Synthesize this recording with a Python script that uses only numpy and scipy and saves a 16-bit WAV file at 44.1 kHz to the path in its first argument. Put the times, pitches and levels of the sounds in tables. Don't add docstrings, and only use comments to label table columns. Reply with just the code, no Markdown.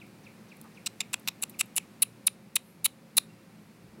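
import sys
import numpy as np
from scipy import signal
from scipy.fft import rfft, irfft
from scipy.io import wavfile
from scipy.ndimage import uniform_filter1d

SR = 44100
rng = np.random.default_rng(int(sys.argv[2]) if len(sys.argv) > 2 else 0)


def wav_out(sig):
    wavfile.write(sys.argv[1], SR, np.round(np.clip(np.atleast_2d(sig).T, -1, 1) * 32767).astype(np.int16))


N = 176400

# frequency in Hz, relative level in dB.
AIR_SPECTRUM = [(15, -75), (25, -37.5), (48, -28), (64, -21), (105, -11.5), (212, 0), (256, -8.5),
                (373, -9.5), (416, -13.5), (531, -14.5), (607, -17.5), (754, -18.5), (1560, -23),
                (2410, -22.5), (3160, -29.5), (4250, -28.5), (6380, -33.5), (10100, -33.5), (16000, -39)]
# time in seconds, level change in dB.
AIR_LEVELS = [(0, 0), (1, 0.3), (1.9, -0.1), (2.6, -3.2), (3.3, -1.6), (4, -2)]
# frequency in Hz, width in Hz, level in dB.
HUM_BANDS = [(115.3, 16, -65.5), (167, 27, -64.5), (221.9, 16, -62.5), (534, 10, -72)]
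# middle and half length in seconds, frequency and width in Hz, level in dB.
SOFT_RUSTLES = [(0.657, 0.019, 1040, 704, -56.5), (2.683, 0.071, 11500, 4500, -67),
                (3.872, 0.059, 116, 80.5, -53.5), (3.99, 0.025, 390, 320, -51.5)]
# loudest moment in seconds, level in dB.
BIRD_WHISTLES = [(0.019, -46.5), (.27, -47), (0.521, -48), (0.776, -49), (1.03, -49), (1.284, -52),
                 (1.544, -52.5), (1.801, -49.5), (2.058, -55)]
# middle in seconds, pitch in Hz, half length in seconds, level in dB.
BIRD_PEEPS = [(3.306, 2740, 0.014, -61.5), (3.409, 2720, 0.037, -71)]
# start in seconds, relative level in dB, fade time in seconds.
TICK_EVENTS = [(0.068, -49, .002), (0.5688, -35, .001), (0.614, -25.5, 0.00089), (.642, -39, .0012),
               (1.196, -38, 0.0039), (1.496, -32, 0.0061), (1.6585, -41, .003), (2.7046, -51, .002)]
# frequency in Hz, width in Hz, gain in dB.
TICK_TONES = [(4000, 550, -1), (9900, 1100, 2.5), (12300, 2000, 4)]
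# frequency in Hz, width in Hz.
CAVITY_TONES = [(1050, 1300), (2780, 620), (3830, 292), (5400, 1510), (7900, 330), (9900, 1200),
                (13600, 2100)]
# frequency in Hz, width in Hz.
CAVITY_NOTCHES = [(3230, 170), (6150, 380), (8720, 190)]
# start and length in seconds, a number that multiplies the cavity's frequencies,
# then a relative level in dB for each of the seven tones.
SMACK_EVENTS = [(0.8609, 0.011, 1.027, -48, -32.5, -31, -31, -30.5, -37.5, -40.5),
                (1.004, .011, 0.95, -47.5, -31.5, -29, -33, -30.5, -34, -43),
                (1.130, 0.013, .98, -39, -28.5, -33.5, -36, -30, -32, -38.5),
                (1.275, .014, 0.96, -42, -29.5, -29, -31.5, -34.5, -34, -33),
                (1.422, 0.016, 0.99, -46.5, -35.5, -37, -40.5, -32, -28, -36),
                (1.593, 0.021, 0.99, -42.5, -27.5, -31, -33.5, -26.5, -27.5, -34.5),
                (1.763, 0.02, 0.99, -46, -32, -35.5, -35.5, -30, -24.5, -31),
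                (2.021, .012, 1.006, -47, -30.5, -28, -54.5, -33, -15.5, -23.5),
                (2.2672, .010, 1.01, -44.5, -31, -26.5, -31, -31, -15.5, -23),
                (2.5566, 0.0099, 0.98, -41.5, -27, -26, -30, -27, -19.5, -25),
                (2.8447, .0185, 1.01, -42.5, -29.5, -26.5, -34, -38.5, -20.5, -24),
                (3.1682, 0.016, 1.018, -37.5, -28.5, -20.5, -27.5, -32, -15.5, -20)]
# time in seconds, strength in dB,
# tilt in dB per octave (above zero is brighter).
SMACK_POPS = [(0.8612, -6, -4), (.864, 2, -15), (.869, -2, -4), (0.8704, 4, -8), (0.8741, 0, -7),
              (1.0054, 14, -2), (1.0132, 4, -1.5), (1.1319, 0.5, 16), (1.1362, 10, 4), (1.141, 20.5, -4),
              (1.1421, 21, -11), (1.2756, 9, -6), (1.2819, 0, 1), (1.2839, 9, -4.5), (1.2856, 13, -5),
              (1.4186, -13, 12), (1.4244, 2, 13), (1.4337, 9, -1), (1.4363, 15, 3), (1.589, -9.5, 5),
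              (1.596, -15, 0), (1.6081, 10, -1.5), (1.6097, 21, -6), (1.6123, 7, -7), (1.7576, -23, 17),
              (1.764, -8, 11.5), (1.7666, -19, 6), (1.7798, 14.5, -8.5), (2.0206, -1.5, 2.5),
              (2.0225, 5, -2.5), (2.026, 7.5, 5.5), (2.0288, 0, 5.5), (2.27, 2, 12), (2.2715, 4.5, 3),
              (2.2758, -2.5, -5), (2.2801, -4.5, -21.5), (2.5561, -4.5, 7), (2.5593, -1.5, 8),
              (2.5655, -15, -14), (2.853, -5, 1), (2.8555, 4, 4), (2.8591, 15, -3.5), (2.8612, -1.5, -3),
              (3.1706, -6, 0.5), (3.1728, -1.5, 10.5), (3.178, 4.5, -3.5), (3.1802, 14, 1),
              (3.1826, 13.5, -10.5)]

WHISTLE_END_HZ, WHISTLE_LOUDEST_HZ, WHISTLE_MAX_HZ, WHISTLE_FALL_S = 1400, 2530, 6000, 0.021
WHISTLE_ATTACK_S, WHISTLE_RELEASE_S = .0045, .009
HUSKY_S, HUSKY_DB, HUSKY_WOBBLE = .042, -14, .11
CRACKLE_PER_S, CRACKLE_SPREAD_DB = 7400, 4.5
LEAD_S, LEAD_DB, RELEASE_S = 0.0014, -14, 0.0018
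POP_DECAY_S, POP_SNAP_DB, POP_FIZZ_DB, POP_MAX_DB = 0.00062, 9, 3, 17
TILT_PIVOT_HZ, OPENING_DB_PER_OCTAVE = 5340, 8.5


def amp(db):
    return 10 ** (np.asarray(db) / 20)


def unit(x):
    return x / np.sqrt(np.mean(x ** 2) + 1e-20)


def ring(x, hz, width):
    hz = min(hz, .45 * SR)
    return signal.lfilter(*signal.iirpeak(hz, hz / width, fs=SR), x)


def band(x, lo_hz, hi_hz, order=2):
    return signal.sosfilt(signal.butter(order, [lo_hz, min(hi_hz, .48 * SR)], "band", fs=SR, output="sos"), x)


def decay(t, seconds):
    return (t >= 0) * np.exp(-np.abs(t) / seconds)


def echoes(x, t60, delay_s, dull_hz):
    t = np.arange(SR // 2) / SR
    tail = rng.standard_normal(len(t)) * decay(t - delay_s, t60 / np.log(1000))
    treble_cut = signal.butter(1, min(dull_hz, .45 * SR), fs=SR, output="sos")
    tail = signal.sosfilt(treble_cut, tail / np.linalg.norm(tail))
    return signal.fftconvolve(x, tail)[:N]


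def noise_band(hz, width):
    return unit(ring(ring(rng.standard_normal(N), hz, width), hz, width))


def outdoors():
    t = np.arange(N) / SR
    air_hz, air_db = np.array(AIR_SPECTRUM).T
    frequencies = np.fft.rfftfreq(N, 1 / SR)
    colour = amp(np.interp(np.log(frequencies + 1), np.log(air_hz), air_db))
    air = unit(irfft(rfft(rng.standard_normal(N)) * colour, N))
    swell_db = np.interp(t, *np.array(AIR_LEVELS).T)
    out = amp(-53.5 + swell_db) * air
    for hz, width, db in HUM_BANDS:
        out += amp(db) * noise_band(hz, width)
    for at, half_length, hz, width, db in SOFT_RUSTLES:
        out += amp(db) * np.exp(-((t - at) / half_length) ** 2) * noise_band(hz, width)
    return out


def birds():
    t, out = np.arange(N) / SR, np.zeros(N)
    for at, db in BIRD_WHISTLES:
        near = np.abs(t - at) < .06
        since = t[near] - at
        dive_hz = (WHISTLE_LOUDEST_HZ - WHISTLE_END_HZ) * np.exp(-since / WHISTLE_FALL_S)
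        hz = np.minimum(WHISTLE_END_HZ + dive_hz, WHISTLE_MAX_HZ)
        body = np.exp(-(since / np.where(since < 0, WHISTLE_ATTACK_S, WHISTLE_RELEASE_S)) ** 2)
        husky = np.sin(np.pi * np.clip(-since / HUSKY_S, 0, 1))
        wobble = HUSKY_WOBBLE * husky * unit(uniform_filter1d(rng.standard_normal(N), size=12))[near]
        phase = 2 * np.pi * np.cumsum(hz * (1 + wobble)) / SR
        out[near] += amp(db) * (body + amp(HUSKY_DB) * husky) * np.sin(phase)
    for at, hz, half_length, db in BIRD_PEEPS:
        out += amp(db) * np.exp(-((t - at) / half_length) ** 2) * np.sin(2 * np.pi * hz * t)
    return out + amp(-3.5) * echoes(out, t60=0.24, delay_s=0.0064, dull_hz=5990)


def ticks():
    t = np.arange(N) / SR
    loudness = sum(amp(db) * decay(t - at, seconds) for at, db, seconds in TICK_EVENTS)
    bursts = rng.standard_normal(N) * loudness
    return amp(-9) * sum(amp(db) * ring(bursts, hz, width) for hz, width, db in TICK_TONES)


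def cavity_tone(push, hz, width):
    edge_ratio = 2 ** 0.43
    tone = band(ring(push, hz, width), hz / edge_ratio, hz * edge_ratio)
    for notch_hz, notch_width in CAVITY_NOTCHES:
        tone = tone - ring(tone, notch_hz, notch_width)
    return unit(tone)


def smack(start, length, tuning, levels):
    first, count = int(start * SR) - SR // 100, SR // 16
    t = (first + np.arange(count)) / SR
    since = t - start
    grains = (rng.random(count) < CRACKLE_PER_S / SR) * rng.choice([-1, 1], count)
    crackle = unit(grains * amp(CRACKLE_SPREAD_DB * rng.standard_normal(count)))
    lead_in = amp(LEAD_DB) * decay(-since, LEAD_S)
    hold_and_fade = (since >= 0) * np.exp(-np.maximum(since - length, 0) / RELEASE_S)
    opening = np.clip(since / length, 0, 1) - .5
    pops = [row for row in SMACK_POPS if t[0] < row[0] < t[-1]]
    out = np.zeros(count)
    for (hz, width), level_db in zip(CAVITY_TONES, levels):
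        hz = hz * tuning
        octaves = np.log2(hz / TILT_PIVOT_HZ)
        push = (lead_in + hold_and_fade) * crackle * amp(-OPENING_DB_PER_OCTAVE * opening * octaves)
        for at, db, tilt in pops:
            snap = amp(POP_SNAP_DB) * (np.arange(count) == int(at * SR) - first)
            fizz = amp(POP_FIZZ_DB) * decay(t - at, POP_DECAY_S) * crackle
            push += amp(min(db + tilt * octaves, POP_MAX_DB)) * (snap + fizz)
        out += amp(level_db) * cavity_tone(push, hz, width)
    return first, out * np.sqrt(length * SR / count)


def smacks():
    out = np.zeros(N)
    for start, length, tuning, *levels in SMACK_EVENTS:
        first, sound = smack(start, length, tuning, levels)
        out[first:first + len(sound)] += sound
    return amp(-1) * out


def scene():
    close = smacks() + ticks()
    scatter = amp(-26) * echoes(close, t60=.2, delay_s=.012, dull_hz=4960)
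    return (close + scatter + birds() + outdoors())[None]


def record(dry):
    ceiling, top_hz = .62, 16000
    rounded = dry / (1 + (dry / ceiling) ** 4) ** .25
    return signal.sosfilt(signal.ellip(10, .2, 80, top_hz, fs=SR, output="sos"), rounded)


dry = scene()
out = record(dry)
wav_out(out)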